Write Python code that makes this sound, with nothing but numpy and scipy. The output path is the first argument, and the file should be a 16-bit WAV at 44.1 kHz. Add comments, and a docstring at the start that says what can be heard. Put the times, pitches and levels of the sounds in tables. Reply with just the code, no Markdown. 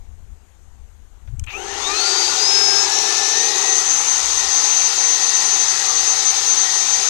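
"""Outdoors, gusts thump the microphone of a small camera over a far hum and the quiet of a yard.
From about 1.3 s the handle thuds and the switch of a cordless leaf blower clicks; its first turn rasps.
The rotor leaps up at 1.46 s, then climbs in stages to full speed by about 3.5 s, and keeps running.
Tones locked to the rotor ride on noise bands for the rush of air and on noise ringing in the tube.
Only the left channel carries sound."""
import sys
import numpy as np
from scipy import signal
from scipy.io import wavfile
from scipy.ndimage import uniform_filter1d

SR = 44100
rng = np.random.default_rng(int(sys.argv[2]) if len(sys.argv) > 2 else 0)


def dump_mix(stems):
    """Bounce the given channels to the path in sys.argv[1] as a 16-bit WAV at rate SR."""
    frames = np.atleast_2d(stems).T  # one column per channel
    limited = np.clip(frames, -1, 1)  # hard clip at full scale
    pcm = np.round(limited * 32767).astype(np.int16)
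    wavfile.write(sys.argv[1], SR, pcm)


N = 312669  # samples

BLADES = 13
KICK_IN_S, LEAP_PER_S, LEAP_S = 1.46, 135, 0.04  # start, turns per second of the leap, time constant
CREEP_PER_S, EASE_S = 0.5, 0.09  # turns per second gained while a stage is held; averaging of the ramps
# The drive ramps up in stages. Each row: start in seconds, length in seconds, turns per second reached.
SPEED_STAGES = [(1.46, .609, 357.3), (2.335, .175, 399.9), (2.797, .178, 438.4), (3.31, .2, 478.5)]
# Blade-passing frequency at full speed, wavering a little. Each row: time in seconds, frequency in Hz.
CRUISE_BLADE_TONE = [(3.7, 6226), (3.95, 6240), (4.12, 6228), (4.5, 6221), (4.65, 6212), (5.05, 6201),
                     (5.4, 6209), (6.05, 6196), (6.3, 6196), (6.55, 6208), (6.8, 6198), (7.09, 6199)]


def speed():
    """Rotor kinematics, in turns per second: an exponential approach, eased ramps, then the cruise."""
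    knots, last = [], LEAP_PER_S
    for start, length, reached in SPEED_STAGES:
        knots += [(start, last), (start + length, reached)]
        last = reached + CREEP_PER_S
    knots += [(s, hz / BLADES) for s, hz in CRUISE_BLADE_TONE]
    # the first ramp is extended back to time 0, so that easing leaves its start straight
    _, first_length, first_reached = SPEED_STAGES[0]
    slope = (first_reached - LEAP_PER_S) / first_length
    knots[0] = (0, LEAP_PER_S - slope * KICK_IN_S)
    ramps = uniform_filter1d(curves(knots)[0], size=int(EASE_S * SR))
    since = np.arange(N) / SR - KICK_IN_S
    leap_left = LEAP_PER_S * np.exp(-abs(since) / LEAP_S)
    return np.where(since > 0, ramps - leap_left, 0)


# Slow level changes, first the burst of the start-up, later the swing of the tool.
# Each row: time in seconds, then three level changes in dB: ring of the tube
# (followed in part by the unbalance tone), whoosh, roar.
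LEVEL_CHANGES = [(1.5, -20, 16, -5), (1.56, 11.5, -3, -2), (1.75, 2, 2, 2), (2.5, 3, -0.5, -0.5),
                 (3.4, 1.5, 0, -0.5), (3.7, 3, -2.5, -1), (4.0, -10.5, -3.5, -1), (4.4, -7.5, 0, -0.5),
                 (7.0, -9, -0.5, -1)]
UNBALANCE_DB, UNBALANCE_FOLLOW = -39.5, 0.64  # level before changes and airflow; share of the ring's change
# Tone at 4 x speed. Each row: time in seconds, level in dB.
MAGNET_LEVEL = [(1.64, -64), (1.8, -35), (1.95, -31), (2.2, -34.5), (2.5, -32), (3.7, -29), (4.2, -44),
                (4.45, -35), (4.7, -46), (4.95, -34), (6.2, -34.5), (6.45, -50), (6.7, -31), (7.0, -41)]
# Tones of the starting current. Each row: multiple of speed, on in seconds, off in seconds, level in dB,
# lift in dB where the tone meets the ring of the shell.
START_TONES = [(8, 1.54, 2.0, -40.5, 16.5), (16, 1.543, 1.635, -38, 14)]
RING_HZ, RING_WIDTH_HZ = 2500, 160  # the lift is halved one width away from the centre
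START_RISE_DB_PER_S, START_FADE_DB_PER_S = 1400, 700
# Blade tone outside its drops. Each row: time in seconds, level in dB.
BLADE_LEVEL = [(1.6, -65), (1.73, -41), (1.86, -18), (2.24, -19.5), (2.4, -18.5), (2.5, -12), (2.79, -13.5),
               (2.95, -16), (3.14, -23.5), (3.45, -16.5), (3.62, -22), (3.7, -15), (3.96, -15), (4.2, -16),
               (4.45, -16), (4.6, -15.5), (5.5, -13.5), (5.85, -11), (6.0, -8.5), (7.07, -17)]
# Brief dips of the blade tone. Each row: middle in seconds, half length in seconds.
BLADE_DROPS = [(1.796, 0.048), (1.924, 0.042), (2.34, 0.04), (2.885, 0.041), (3.524, 0.038), (3.832, 0.025),
               (4.042, 0.028), (4.242, 0.059), (4.456, 0.053), (4.943, 0.046), (5.193, 0.03), (5.32, 0.016),
               (5.426, 0.017), (5.575, 0.012), (5.664, 0.015), (5.803, 0.094), (5.935, 0.029),
               (6.038, 0.049), (6.159, 0.035), (6.233, 0.022), (6.342, 0.037), (6.43, 0.039),
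               (6.553, 0.011), (6.69, 0.034), (6.857, 0.021), (7.023, .03)]
DROP_DEPTH = 0.93  # share of the amplitude lost
CHOP_HZ = 12900  # the drive chops the current at this fixed rate
# Side tones of the chopping rate. Each row: multiple of speed added to it, level in dB before the fade.
CHOP_TONES = [(4, -70), (-4, -70), (-8, -66)]
# Each row: time in seconds, level change of the chopping tones in dB.
CHOP_FADE = [(1.44, -5), (1.52, 9), (2.0, 0), (2.2, -12), (2.3, -60)]


def motor(per_s):
    """Harmonics of rotation: forces repeat with the turn, and the chopping rate is split by the speed."""
    t = np.arange(N) / SR
    turns = np.cumsum(per_s) / SR
    unbalance_db = UNBALANCE_DB + UNBALANCE_FOLLOW * curves(LEVEL_CHANGES)[0]
    unbalance_db = unbalance_db + 0.7 * np.minimum(airflow(per_s), 0)
    out = tone(turns, unbalance_db, rough=0.4, blur_s=0.25)
    out += tone(4 * turns, curves(MAGNET_LEVEL)[0], rough=0.2, blur_s=0.08)

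    for k, on, off, db, lift_db in START_TONES:
        lift = lift_db / (1 + ((k * per_s - RING_HZ) / RING_WIDTH_HZ) ** 2)
        level = held(on, off, db, START_RISE_DB_PER_S, START_FADE_DB_PER_S) + lift
        out += tone(k * turns, level, rough=0.093, blur_s=0.033)

    steady = np.ones(N)
    for middle, half in BLADE_DROPS:
        steady *= 1 - DROP_DEPTH * np.exp(-((t - middle) / half) ** 2)
    out += steady * tone(BLADES * turns, curves(BLADE_LEVEL)[0], rough=0.05, blur_s=0.025)

    fade_db = curves(CHOP_FADE)[0]
    for k, db in CHOP_TONES:
        out += gain_of(db + fade_db) * np.sin(2 * np.pi * (CHOP_HZ * t + k * turns))
    return out


KNEE_PER_S, BELOW_DB, ABOVE_DB = 359, 56.5, 5.5  # turns per second; dB per decade below and above


def airflow(per_s):
    """Level of the air noise in dB from the knee: steep with log speed up to it, far flatter above."""
    decades = np.log10(per_s / KNEE_PER_S + 1e-3)
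    return np.where(decades < 0, BELOW_DB, ABOVE_DB) * decades


ROAR_DB, WHOOSH_DB, HISS_DB = -24.5, -21.5, -18  # at the knee, before the slow level changes
ROAR_SHARE, WHOOSH_SHARE = 0.63, 1.32  # of the growth of the hiss
# Noise spectra of the low roar, the whoosh and the high hiss.
# Each row: frequency in Hz, relative level in dB per Hz.
ROAR_COLOUR = [(60, -56), (100, -22), (265, -14), (460, -12.5), (630, -12.5), (800, -2), (1100, -2.5),
               (1320, -2.5), (1580, -6.5), (1860, -2.5), (2200, -5.5), (2600, -5), (2950, -4.5), (3400, -7),
               (3700, -12.5), (4700, -29)]
WHOOSH_COLOUR = [(3300, -9), (3600, -1), (4500, 0.5), (5400, 2.5), (5900, -6)]
HISS_COLOUR = [(3240, -31), (5500, -19), (5940, -3), (6010, -4), (6430, 0.5), (7090, -13), (8530, -17.5),
               (9210, -26), (11200, -28.5), (12300, -38.5), (14400, -50.5)]
TUBE_DB = -29.5  # common level of the ring, before the resonance, slow changes and drive
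# Resonances of the open tube. Each row: frequency in Hz, width in Hz of the narrower of two filters,
# relative level in dB, how far it follows the slow change of the ring from 0 to 1.
TUBE_MODES = [(393.7, 61, 1, 1), (782.5, 96, 6, 0.4), (2564, 170, -2, 0.8), (3160, 150, -4, 0.2),
              (3780, 180, 1.5, 1), (4220, 61, 0.5, 0.74)]


def air(per_s):
    """Turbulence from fan, inlet and jet is broadband noise; the open tube resonates."""
    flow_db = airflow(per_s)
    ring_change_db, whoosh_change_db, roar_change_db = curves(LEVEL_CHANGES)
    roar_db = roar_change_db + ROAR_DB + ROAR_SHARE * flow_db
    whoosh_db = whoosh_change_db + WHOOSH_DB + WHOOSH_SHARE * flow_db
    out = gain_of(roar_db) * noise(ROAR_COLOUR, size=1024, patchy_db=1.5)
    out += gain_of(whoosh_db) * noise(WHOOSH_COLOUR, size=512, patchy_db=0.7)
    out += gain_of(HISS_DB + flow_db) * noise(HISS_COLOUR, size=512, patchy_db=1.1)
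    for hz, width, db, follow in TUBE_MODES:
        ring = resonate(resonate(rng.standard_normal(N), hz, width), hz, 2 * width)
        # the upper resonances need fast air to sound
        if hz > 2000:
            drive_db = np.minimum(whoosh_db + 16.5, 0)
        else:
            drive_db = 0.6 * np.minimum(roar_db + 14.0, 0)
        out += gain_of(TUBE_DB + db + follow * ring_change_db + drive_db) * evened(ring)
    return out


ECHO_S, ECHO_SWAY_S, ECHO_DB = 0.00225, 0.00008, -16  # mean delay, rms sway, level of the bounce


def ground(x):
    """Comb filtering: a bounce off the asphalt adds a later copy, and its path sways with the arm."""
    t = np.arange(N) / SR
    sway = np.zeros(N)
    for f in np.geomspace(0.3, 3, 12):
        sway += np.sin(2 * np.pi * (f * t + rng.random())) / np.sqrt(f)
    delay = ECHO_S + ECHO_SWAY_S * evened(sway)
    return x + gain_of(ECHO_DB) * np.interp(t - delay, t, x)


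# Trigger and switch clicks. Each row: start in seconds, level in dB of the burst that strikes the shell,
# brightness in dB per octave about 2500 Hz, time in seconds for the burst to fall by 60 dB.
CLICKS = [(1.276, -39.5, -14.5, 0.068), (1.395, -17, 9, 0.014), (1.438, -17, 0, 0.036),
          (1.465, -20, 0, .012)]
# Resonances of the plastic shell. Each row: frequency in Hz, width in Hz of the narrower of two filters,
# relative level in dB.
SHELL_MODES = [(600, 670, -20), (1390, 640, -5), (2370, 210, 0), (3060, 210, -1), (5470, 340, -11),
               (6630, 350, -6), (7600, 1030, -7)]
RASP_ON_S, RASP_OFF_S, RASP_DB = 1.474, 1.535, -30  # level of its resonant part
RASP_RISE_DB_PER_S, RASP_FALL_DB_PER_S = 3000, 278
RASP_WIDE_DB = -6.5  # broadband part, relative to the resonant part


def switch():
    """Impulse excitation: short bursts ring the modes of the shell, then the first turn rasps."""
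    out = np.zeros(N)
    t = np.arange(4000) / SR
    for s, db, bright_db, t60 in CLICKS:
        burst = gain_of(db - 60 * t / t60) * rng.standard_normal(len(t))
        start = round(s * SR)
        for hz, width, mode_db in SHELL_MODES:
            ring = resonate(resonate(burst, hz, width), hz, 3 * width)
            out[start:start + len(t)] += gain_of(mode_db + bright_db * np.log2(hz / 2500)) * ring
    rasp = evened(resonate(resonate(rng.standard_normal(N), 2550, 450), 2550, 550))
    rasp += gain_of(RASP_WIDE_DB) * noise(ROAR_COLOUR, size=256, patchy_db=3.5)
    level = held(RASP_ON_S, RASP_OFF_S, RASP_DB, RASP_RISE_DB_PER_S, RASP_FALL_DB_PER_S)
    return out + gain_of(level) * rasp


# The hand tightens on the handle and thuds through to the camera. Each row: start in seconds,
# level in dB of the envelope around the flattened wave, frequency in Hz, length in seconds.
GRIP_THUDS = [(1.269, -25, 38.7, 0.077), (1.28, -20, 96, 0.045), (1.319, -16, 117.5, 0.046),
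              (1.34, -13.5, 35.3, 0.048), (1.374, -16.5, 89, .035), (1.409, -10, 81, 0.029),
              (1.467, -21, 72, 0.033)]
SQUEEZE = 0.62  # drive into the flattening of the wave tops


def grip():
    """Structure-borne sound: each thud is a few soft cycles, whose flattened tops add overtones."""
    out = np.zeros(N)
    for s, db, hz, length in GRIP_THUDS:
        t = np.arange(0, length, 1 / SR)
        wave = np.tanh(SQUEEZE * np.sin(2 * np.pi * (hz * t + rng.random())))
        start = round(s * SR)
        out[start:start + len(t)] += gain_of(db) * np.hanning(len(t)) * wave
    return out


# Gusts on the microphone. Each row: start in seconds, end in seconds, level in dB.
GUSTS = [(0, 0.322, -34), (.4, .6, -45), (0.67, 0.8, -35), (.9, 1.197, -40.5), (1.275, 1.43, -29),
         (1.5, 1.9, -39.5), (4.186, 4.5, -41), (4.6, 5.3, -54), (5.92, 6.027, -44)]
CALM_DB, GUST_RISE_DB_PER_S, GUST_FALL_DB_PER_S = -54, 200, 100  # wind between gusts; gust edges
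# Noise spectra of the wind and of the quiet yard.
# Each row: frequency in Hz, relative level in dB per Hz.
WIND_COLOUR = [(8.8, -32), (15, 0.5), (60, 7), (125, -24.5), (162, -24), (231, -23), (300, -44), (390, -84),
               (660, -120)]
YARD_COLOUR = [(88, -31), (150, 1.5), (200, -14), (390, -10), (509, -14), (628, -16), (691, -11),
               (1110, -15), (5430, -27.5), (6580, -17.5), (10600, -32.5), (12400, -30.5), (14400, -39)]
HUM_HZ, HUM_DB, YARD_DB = 72.5, -52.5, -54.5


def outdoors():
    """Ambient sound: wind pressure buffets as low noise, over a far hum and the noise of the yard."""
    gusts = [held(*row, GUST_RISE_DB_PER_S, GUST_FALL_DB_PER_S) for row in GUSTS]
    wind_db = np.maximum(np.max(gusts, axis=0), CALM_DB)
    wind = gain_of(wind_db) * noise(WIND_COLOUR, size=2048, patchy_db=0.6)
    hum = tone(HUM_HZ * np.arange(N) / SR, HUM_DB, rough=0.06, blur_s=0.2)
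    yard = gain_of(YARD_DB) * noise(YARD_COLOUR, size=1024, patchy_db=1.5)
    return wind + hum + yard


def tone(turns, db, rough, blur_s):
    """Scattering by moving air: a share of the sine's power wanders in height and phase."""
    smooth = signal.windows.hann(int(blur_s * SR))
    a, b = (evened(signal.oaconvolve(x, smooth, "same")) for x in rng.standard_normal((2, N)))
    scatter = a + 1j * b
    wave = (np.sqrt(2 * (1 - rough)) + np.sqrt(rough) * scatter) * np.exp(2j * np.pi * turns)
    return gain_of(db) * wave.real


def noise(colour, size, patchy_db):
    """Spectral shaping: random short-time spectra with drifting patches, scaled to rms 1."""
    hz = np.fft.rfftfreq(size, 1 / SR)
    frames = 4 * N // size + 5
    a, b, patches = rng.standard_normal((3, len(hz), frames))
    patches = uniform_filter1d(uniform_filter1d(patches, size=10, axis=0), size=10, axis=1)
    f, db = np.transpose(colour)
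    shape = np.interp(np.log(hz + 1), np.log(f + 1), db, -120, -120)
    spectra = (a + 1j * b) * gain_of(shape[:, None] + patchy_db * evened(patches))
    _, x = signal.istft(spectra, nperseg=size, noverlap=3 * size // 4)
    return evened(x[:N])


def resonate(x, hz, width):
    """Resonance: a second-order filter passes its centre frequency at gain 1."""
    return signal.lfilter(*signal.iirpeak(hz, hz / width, SR), x)


def held(on, off, db, rise_db_per_s, fall_db_per_s):
    """Exponential growth and decay: a level in dB rises in a line up to on, holds until off and falls."""
    t = np.arange(N) / SR
    return db - rise_db_per_s * np.maximum(on - t, 0) - fall_db_per_s * np.maximum(t - off, 0)


def curves(rows):
    """Linear interpolation of every column at every sample; -120 before the table, last value after."""
    s, *columns = np.transpose(rows)
    t = np.arange(N) / SR
    return [np.interp(t, s, column, -120, column[-1]) for column in columns]


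def gain_of(db):
    """Logarithmic level: decibels become an amplitude factor."""
    return 10 ** (np.asarray(db) / 20)


def evened(x):
    """Power normalisation: scales to rms 1."""
    return x / np.sqrt(np.mean(x ** 2) + 1e-20)


def scene():
    """Superposition: all sources add at the one working microphone, on the left."""
    per_s = speed()
    left = motor(per_s) + ground(air(per_s)) + switch() + grip() + outdoors()
    return np.array([left, np.zeros(N)])


def record(dry):
    """Band limiting: a steep low-pass filter keeps next to nothing above the camera's band edge."""
    low_pass = signal.firwin(1023, 14450, window=("kaiser", 10), fs=SR)  # edge in Hz
    return signal.oaconvolve(dry, low_pass[None], "same")


dry = scene()
out = record(dry)
dump_mix(out)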